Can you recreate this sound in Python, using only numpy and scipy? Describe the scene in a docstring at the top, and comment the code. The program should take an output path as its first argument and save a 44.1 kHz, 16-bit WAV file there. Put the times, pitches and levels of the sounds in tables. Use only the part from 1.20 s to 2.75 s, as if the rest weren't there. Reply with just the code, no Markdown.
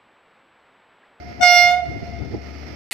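"""One short air-horn blast from a small diesel rail vehicle approaching across an open yard.
The horn turns dull and slightly sharp as its air runs out, and echoes round the yard, where an
earlier blast is still dying away. Behind it the engine throbs and the wheels hiss on the rails.
Gusts buffet the stereo microphone, and the recorder's gain ducks under the horn."""
import sys
import numpy as np
from scipy import signal
from scipy.fft import rfft, irfft
from scipy.io import wavfile
from scipy.ndimage import uniform_filter1d

SR = 44100
rng = np.random.default_rng(int(sys.argv[2]) if len(sys.argv) > 2 else 0)


def persist_wave(psi):
    """Save psi, clipped to +-1, as 16-bit WAV."""
    counts = np.round(np.clip(psi, -1, 1) * 32767).astype(np.int16)
    wavfile.write(sys.argv[1], SR, np.atleast_2d(counts).T)


N = 68355
T = np.arange(N) / SR
BINS_HZ = np.maximum(np.fft.rfftfreq(2 * N, 1 / SR), 1)
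ONSET_S = 0.224
BEHIND_PITCH_RATIO = 0.96   # walls behind the vehicle hear it recede


def from_db(db):
    """Decibels to gain."""
    return 10 ** (np.asarray(db) / 20)


def rms_one(x):
    """Scale to unit power."""
    return x / np.sqrt(np.mean(x ** 2) + 1e-20)


def pan(db):
    """Gains that raise the left and lower the right by db."""
    return from_db([[db], [-db]])


def bell(x, centre, half_width):
    """A bell curve over x that peaks at 1."""
    return np.exp(-((x - centre) / half_width) ** 2)


def drift(rate_hz):
    """A random wander with a spread of about 1, mostly slower than rate_hz."""
    spectrum = rfft(rng.standard_normal(2 * N))
    return rms_one(irfft(spectrum / (1 + (BINS_HZ / rate_hz) ** 2)))[:N]


def colour(x, points):
    """Filter by rows of Hz and dB, with one dB column or one for each channel."""
    hz, *columns = np.transpose(points)
    gains = from_db([np.interp(np.log(BINS_HZ), np.log(hz), db) for db in columns])
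    return irfft(rfft(x, 2 * N) * gains)[..., :N]


def noise(points, correlation=0):
    """Coloured stereo noise of unit power."""
    mid, side = rng.standard_normal((2, N))
    white = np.sqrt(1 + correlation) * mid + np.sqrt(1 - correlation) * side * [[1], [-1]]
    return rms_one(colour(white, points))


def horn():
    """A diaphragm chops the air: high partials need high pressure; the air hisses with each cycle."""
    # Each row: time in seconds, pitch in Hz.
    pitch = [(.205, 712), (.222, 722), (.232, 719), (.245, 715), (.265, 711.8), (.3, 709.6), (.35, 708.2),
             (.42, 707.5), (.47, 709), (.51, 712), (.545, 716), (.58, 720), (.63, 719)]
    # Each row: time in seconds, air pressure in dB relative to full.
    pressure = [(.198, -29.5), (.211, -5), (.222, -4), (.234, -1.63), (.28, -0.5), (.38, -0.44),
                (.46, -1.8), (.52, -3.5), (.56, -7), (.598, -10.5), (.622, -19), (.655, -30.5), (.72, -100)]
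    # Each row: multiple of the pitch, left and right relative level in dB, dB per dB of pressure.
    partials = [(1, -16.5, -10, 0.94), (2, -19.5, -26.5, 2.5), (3, -16, -5.5, 3), (4, -30, -21, 3),
                (5, -26, -26, 2.5), (6, -29, -20.5, 4.5), (7, -26.5, -13.5, 7.5), (8, -28, -17, 5.5),
                (9, -53, -44.5, 1.4), (10, -38.5, -47.5, 3.5), (11, -39, -63, 3.5), (12, -48, -77, 5),
                (13, -52, -58, 4), (14, -47.5, -47.5, 3), (17, -46.5, -35.5, 4), (20, -64, -46, 4.5),
                (21, -61, -54, 1)]
    # Air rushing through the horn. Each row: frequency in Hz, relative level in dB.
    air_spectrum = [(400, -27), (800, -4), (1050, -11), (1300, 0), (1650, -7), (2150, 4), (2500, -9),
                    (3000, -4), (3900, -15), (4600, -2), (5700, -3), (6600, -21), (9500, -34), (13000, -24),
                    (16000, -33)]
    tone_db, air_db, left_lead_s = 2.5, -31, 0.00004
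    flutter_hz, dispersion_rad = 164.6, 0.84
    pressure_db = np.interp(T, *np.transpose(pressure), left=-100)
    rasp = bell(T, ONSET_S, 0.028)   # the diaphragm rasps before it settles
    hz = np.interp(T, *np.transpose(pitch)) * (1 + (0.0008 + 0.006 * rasp) * drift(200))
    phase = 2 * np.pi * np.cumsum(hz) / SR
    phases = phase + 2 * np.pi * hz * left_lead_s, phase
    squeal_db = 9 * bell(T, 0.217, 0.034)   # one high partial flashes at the start
    # In the stereo image the blast starts on the left, then settles to the right.
    left_extra_db = 3.5 * bell(np.maximum(T, ONSET_S), ONSET_S, 0.1)
    right_entry = 0.5 + 0.5 * np.tanh((T - 0.228) / 0.0066)
    multiples, *columns = np.transpose(partials)
    tone = np.zeros((2, N))
    for k in range(1, 22):
        left_db, right_db, steepness = [np.interp(k, np.round(multiples), c) for c in columns]
        swell_db = steepness * pressure_db + squeal_db * bell(k * hz, 5750, 600)
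        gains = from_db(left_db + left_extra_db), from_db(right_db) * (right_entry if k < 6 else 1)
        turbulence = 1 + 0.029 * min(np.sqrt(k), 2) * drift(61)
        for channel, gain in enumerate(gains):
            waver_db = 3.07 * np.log10(1 + k) * drift(7)
            wave = np.sqrt(2) * np.sin(k * phases[channel] + dispersion_rad * k * k)
            tone[channel] += gain * from_db(swell_db + waver_db) * wave * turbulence
    # A dying flutter puts faint side tones round the partials.
    flutter_depth = 0.082 * np.exp(-np.abs(T - ONSET_S) / 0.14)
    flutter = 1 + flutter_depth * np.sin(2 * np.pi * flutter_hz * T + drift(11))
    air = noise(air_spectrum, correlation=0.49) * (1 + 0.36 * np.cos(phase))
    air *= from_db(air_db + 1.9 * pressure_db + 7 * rasp)
    air[1] *= right_entry
    return from_db(tone_db) * tone * flutter + air * pan(-5)


def from_behind(x, delay_s=0):
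    """A mono sound as walls behind the moving vehicle return it, slightly lower in pitch."""
    return np.interp(ONSET_S + (T - delay_s - ONSET_S) * BEHIND_PITCH_RATIO, T, x)


def slaps(blast):
    """Dull single echoes off large surfaces behind the vehicle."""
    # Each row: delay in seconds, left and right gain in dB.
    echoes = [(.045, -24, -14.5), (.105, -40.5, -16.5), (.29, -41, -37)]
    dull = signal.sosfilt(signal.butter(2, 654, fs=SR, output="sos"), blast.mean(axis=0))
    return sum(from_db([[left], [right]]) * from_behind(dull, delay_s) for delay_s, left, right in echoes)


def scatter(x, delay_s, t60_s):
    """A dying swarm of reflections from masts, wagons and buildings."""
    reflections_per_s = 900
    swarm = rng.standard_normal((2, N)) * (rng.random((2, N)) < reflections_per_s / SR)
    swarm *= np.clip((T - delay_s) / 0.027, 0, 1) * from_db(-60 * T / t60_s)
    swarm /= np.sqrt(np.sum(swarm ** 2, axis=1, keepdims=True))
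    return signal.fftconvolve(x, swarm, axes=1)[:, :N]


def yard(blast):
    """The yard answers from near and far, and duller and lower from behind the vehicle."""
    # Tone of the echoes. Each row: frequency in Hz, gain in dB.
    echo_colour = [(700, -2.5), (1400, -1.5), (2100, 3), (2800, -1), (3500, -2.5), (4300, -0.5),
                   (5500, -11.5), (9000, -3.5), (15000, -24)]
    reflected = colour(blast, echo_colour)
    lowered = np.array([from_behind(channel) for channel in reflected])
    dull = signal.sosfilt(signal.butter(4, 1160, fs=SR, output="sos"), lowered)
    near = from_db(-17) * scatter(reflected, delay_s=0.034, t60_s=0.41)
    far = from_db(-28.5) * scatter(reflected, delay_s=0.068, t60_s=2.16)
    behind = from_db(-24) * scatter(dull, delay_s=0.071, t60_s=2.2)
    return near + far + behind


def echo_swells():
    """The horn's lowest partial swells briefly in the dying echo."""
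    # Each row: peak time and half length in seconds, pitch in Hz, left and right level in dB.
    swells = [(0.641, 0.021, 715, -36.5, -20.5), (0.879, 0.015, 694, -34, -31.5),
              (0.953, 0.044, 690, -43, -39.5)]
    out = np.zeros((2, N))
    for peak_s, half_s, hz, left, right in swells:
        tone = np.sqrt(2) * np.sin(2 * np.pi * (hz * T + rng.random()))
        out += from_db([[left], [right]]) * bell(T, peak_s, half_s) * tone
    return out


def distant_ring():
    """The blurred partials of an earlier blast fade in the distance, a little to the right."""
    # Each row: frequency in Hz, starting level in dB before panning.
    partials = [(710, -41.5), (1417, -57.5), (2114, -50)]
    blur_hz, fade_db_per_s = 9, 11.5
    ring = np.zeros((2, N))
    for hz, db in partials:
        for channel in range(2):
            blur = drift(blur_hz) + 1j * drift(blur_hz)
            ring[channel] += from_db(db) * np.real(blur * np.exp(2j * np.pi * hz * T))
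    return ring * from_db(-fade_db_per_s * T) * pan(-2)


def vehicle():
    """Diesel firing, to the left, and wheels on the rails grow louder as they near the microphone."""
    # Weaker engine orders. Each row: frequency in Hz, relative level in dB.
    orders = [(108.5, -57), (145, -57), (181, -59.5), (217.5, -63), (264, -60.5), (362, -61), (434, -60.5),
              (482, -67.5)]
    # Wheels, rails and engine casing. Each row: frequency in Hz, left and right relative level in dB.
    rolling_spectrum = [(30, -40, -33.5), (60, 6, 1), (120, 3.5, -18.5), (270, 5.5, 2), (450, -29, -1.5),
                        (700, -1.5, -4.5), (1133, -25, -17.5), (1250, -9, -8), (1595, -22, -13),
                        (2107, -23, -3.5), (2630, -20, -12.5), (3850, -26, -24), (4460, -26.5, -13.5),
                        (5460, -29.5, -11.5), (6640, -34, -32.5), (8500, -41.5, -58.5), (10000, -51, -49),
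                        (12500, -44, -35), (16000, -56, -56)]
    # Swell of the rolling noise. Each row: time in seconds, gain in dB.
    rolling_swell = [(0, 2.5), (.11, 5.5), (.22, 3), (.7, 0.5), (1.0, 1), (1.18, 0), (1.27, 3.5), (1.4, 2),
                     (1.52, 2.5)]
    firing_hz, firing_db, speed_wander, approach_db_per_s = 72.3, -42, 0.0089, 3.5
    engine_time = T + np.cumsum(speed_wander * drift(3.8)) / SR
    engine = np.zeros((2, N))
    for hz, db in [(firing_hz, firing_db)] + orders:
        amplitude = np.sqrt(2) * from_db(db + 0.86 * drift(6.1))
        engine += amplitude * np.sin(2 * np.pi * (hz * engine_time + rng.random()))
    rolling_db = -42.5 + np.interp(T, *np.transpose(rolling_swell)) + drift(25)
    rolling = from_db(rolling_db) * noise(rolling_spectrum, correlation=0.23)
    return (engine * pan(5) + rolling) * from_db(approach_db_per_s * (T - T.mean()))


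def wind():
    """Gusts right on the microphone: lumpy low noise, separate at each port."""
    # Each row: peak time and half length in seconds, left and right level in dB.
    gusts = [(0.092, 0.038, -43.5, -43), (0.198, 0.025, -32.5, -68), (0.461, 0.041, -34, -48),
             (0.713, .04, -30.5, -35.5), (0.793, 0.053, -33, -38.5), (0.832, 0.0082, -36, -27),
             (0.901, .035, -30, -40), (1.028, 0.035, -23.5, -47), (1.133, 0.026, -35, -27.5),
             (1.168, 0.012, -24.5, -34)]
    # Each row: frequency in Hz, relative level in dB.
    spectrum = [(25, -53), (45, -11), (70, 2), (110, 6.5), (180, -4), (280, 0), (450, -10), (800, -18.5),
                (1500, -59), (4000, -82)]
    power = sum(from_db([[left], [right]]) ** 2 * bell(T, peak_s, half_s)
                for peak_s, half_s, left, right in gusts)
    rumble = np.sqrt(power) * noise(spectrum)
    lumps_db = 1.8 * np.array([drift(50), drift(50)])
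    return rumble * from_db(lumps_db)


def wind_thump():
    """One brief, dull buffet on both sides of the microphone."""
    # Each row: frequency in Hz, relative level in dB.
    spectrum = [(60, -30), (170, -3), (280, 13), (450, 7), (780, -5.5), (1100, -23), (3000, -48),
                (8000, -85)]
    return from_db(-24) * bell(T, 1.146, 0.0093) * noise(spectrum, correlation=0.25)


def scene():
    """What reaches the microphone in the yard: horn, echoes, vehicle and wind."""
    blast = horn()
    echoes = slaps(blast) + yard(blast) + distant_ring()
    return blast + echoes + vehicle() + wind() + wind_thump() + echo_swells()


def record(dry):
    """The recorder's gain ducks under loud sound and recovers steadily; the top treble is cut."""
    limit_db, attack_s, release_db_per_s, cutoff_hz = -9.5, 0.002, 21, 15850
    power = uniform_filter1d(np.mean(dry ** 2, axis=0), size=256)
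    excess_db = np.maximum(10 * np.log10(np.maximum(power, 1e-12)) - limit_db, 0)
    release_db = release_db_per_s * T
    duck_db = np.maximum.accumulate(excess_db + release_db) - release_db
    pole = np.exp(-1 / (attack_s * SR))
    limited = dry * from_db(-signal.lfilter([1 - pole], [1, -pole], duck_db))
    return signal.sosfilt(signal.ellip(10, 0.2, 80, cutoff_hz, fs=SR, output="sos"), limited)


dry = scene()
out = record(dry)
persist_wave(out)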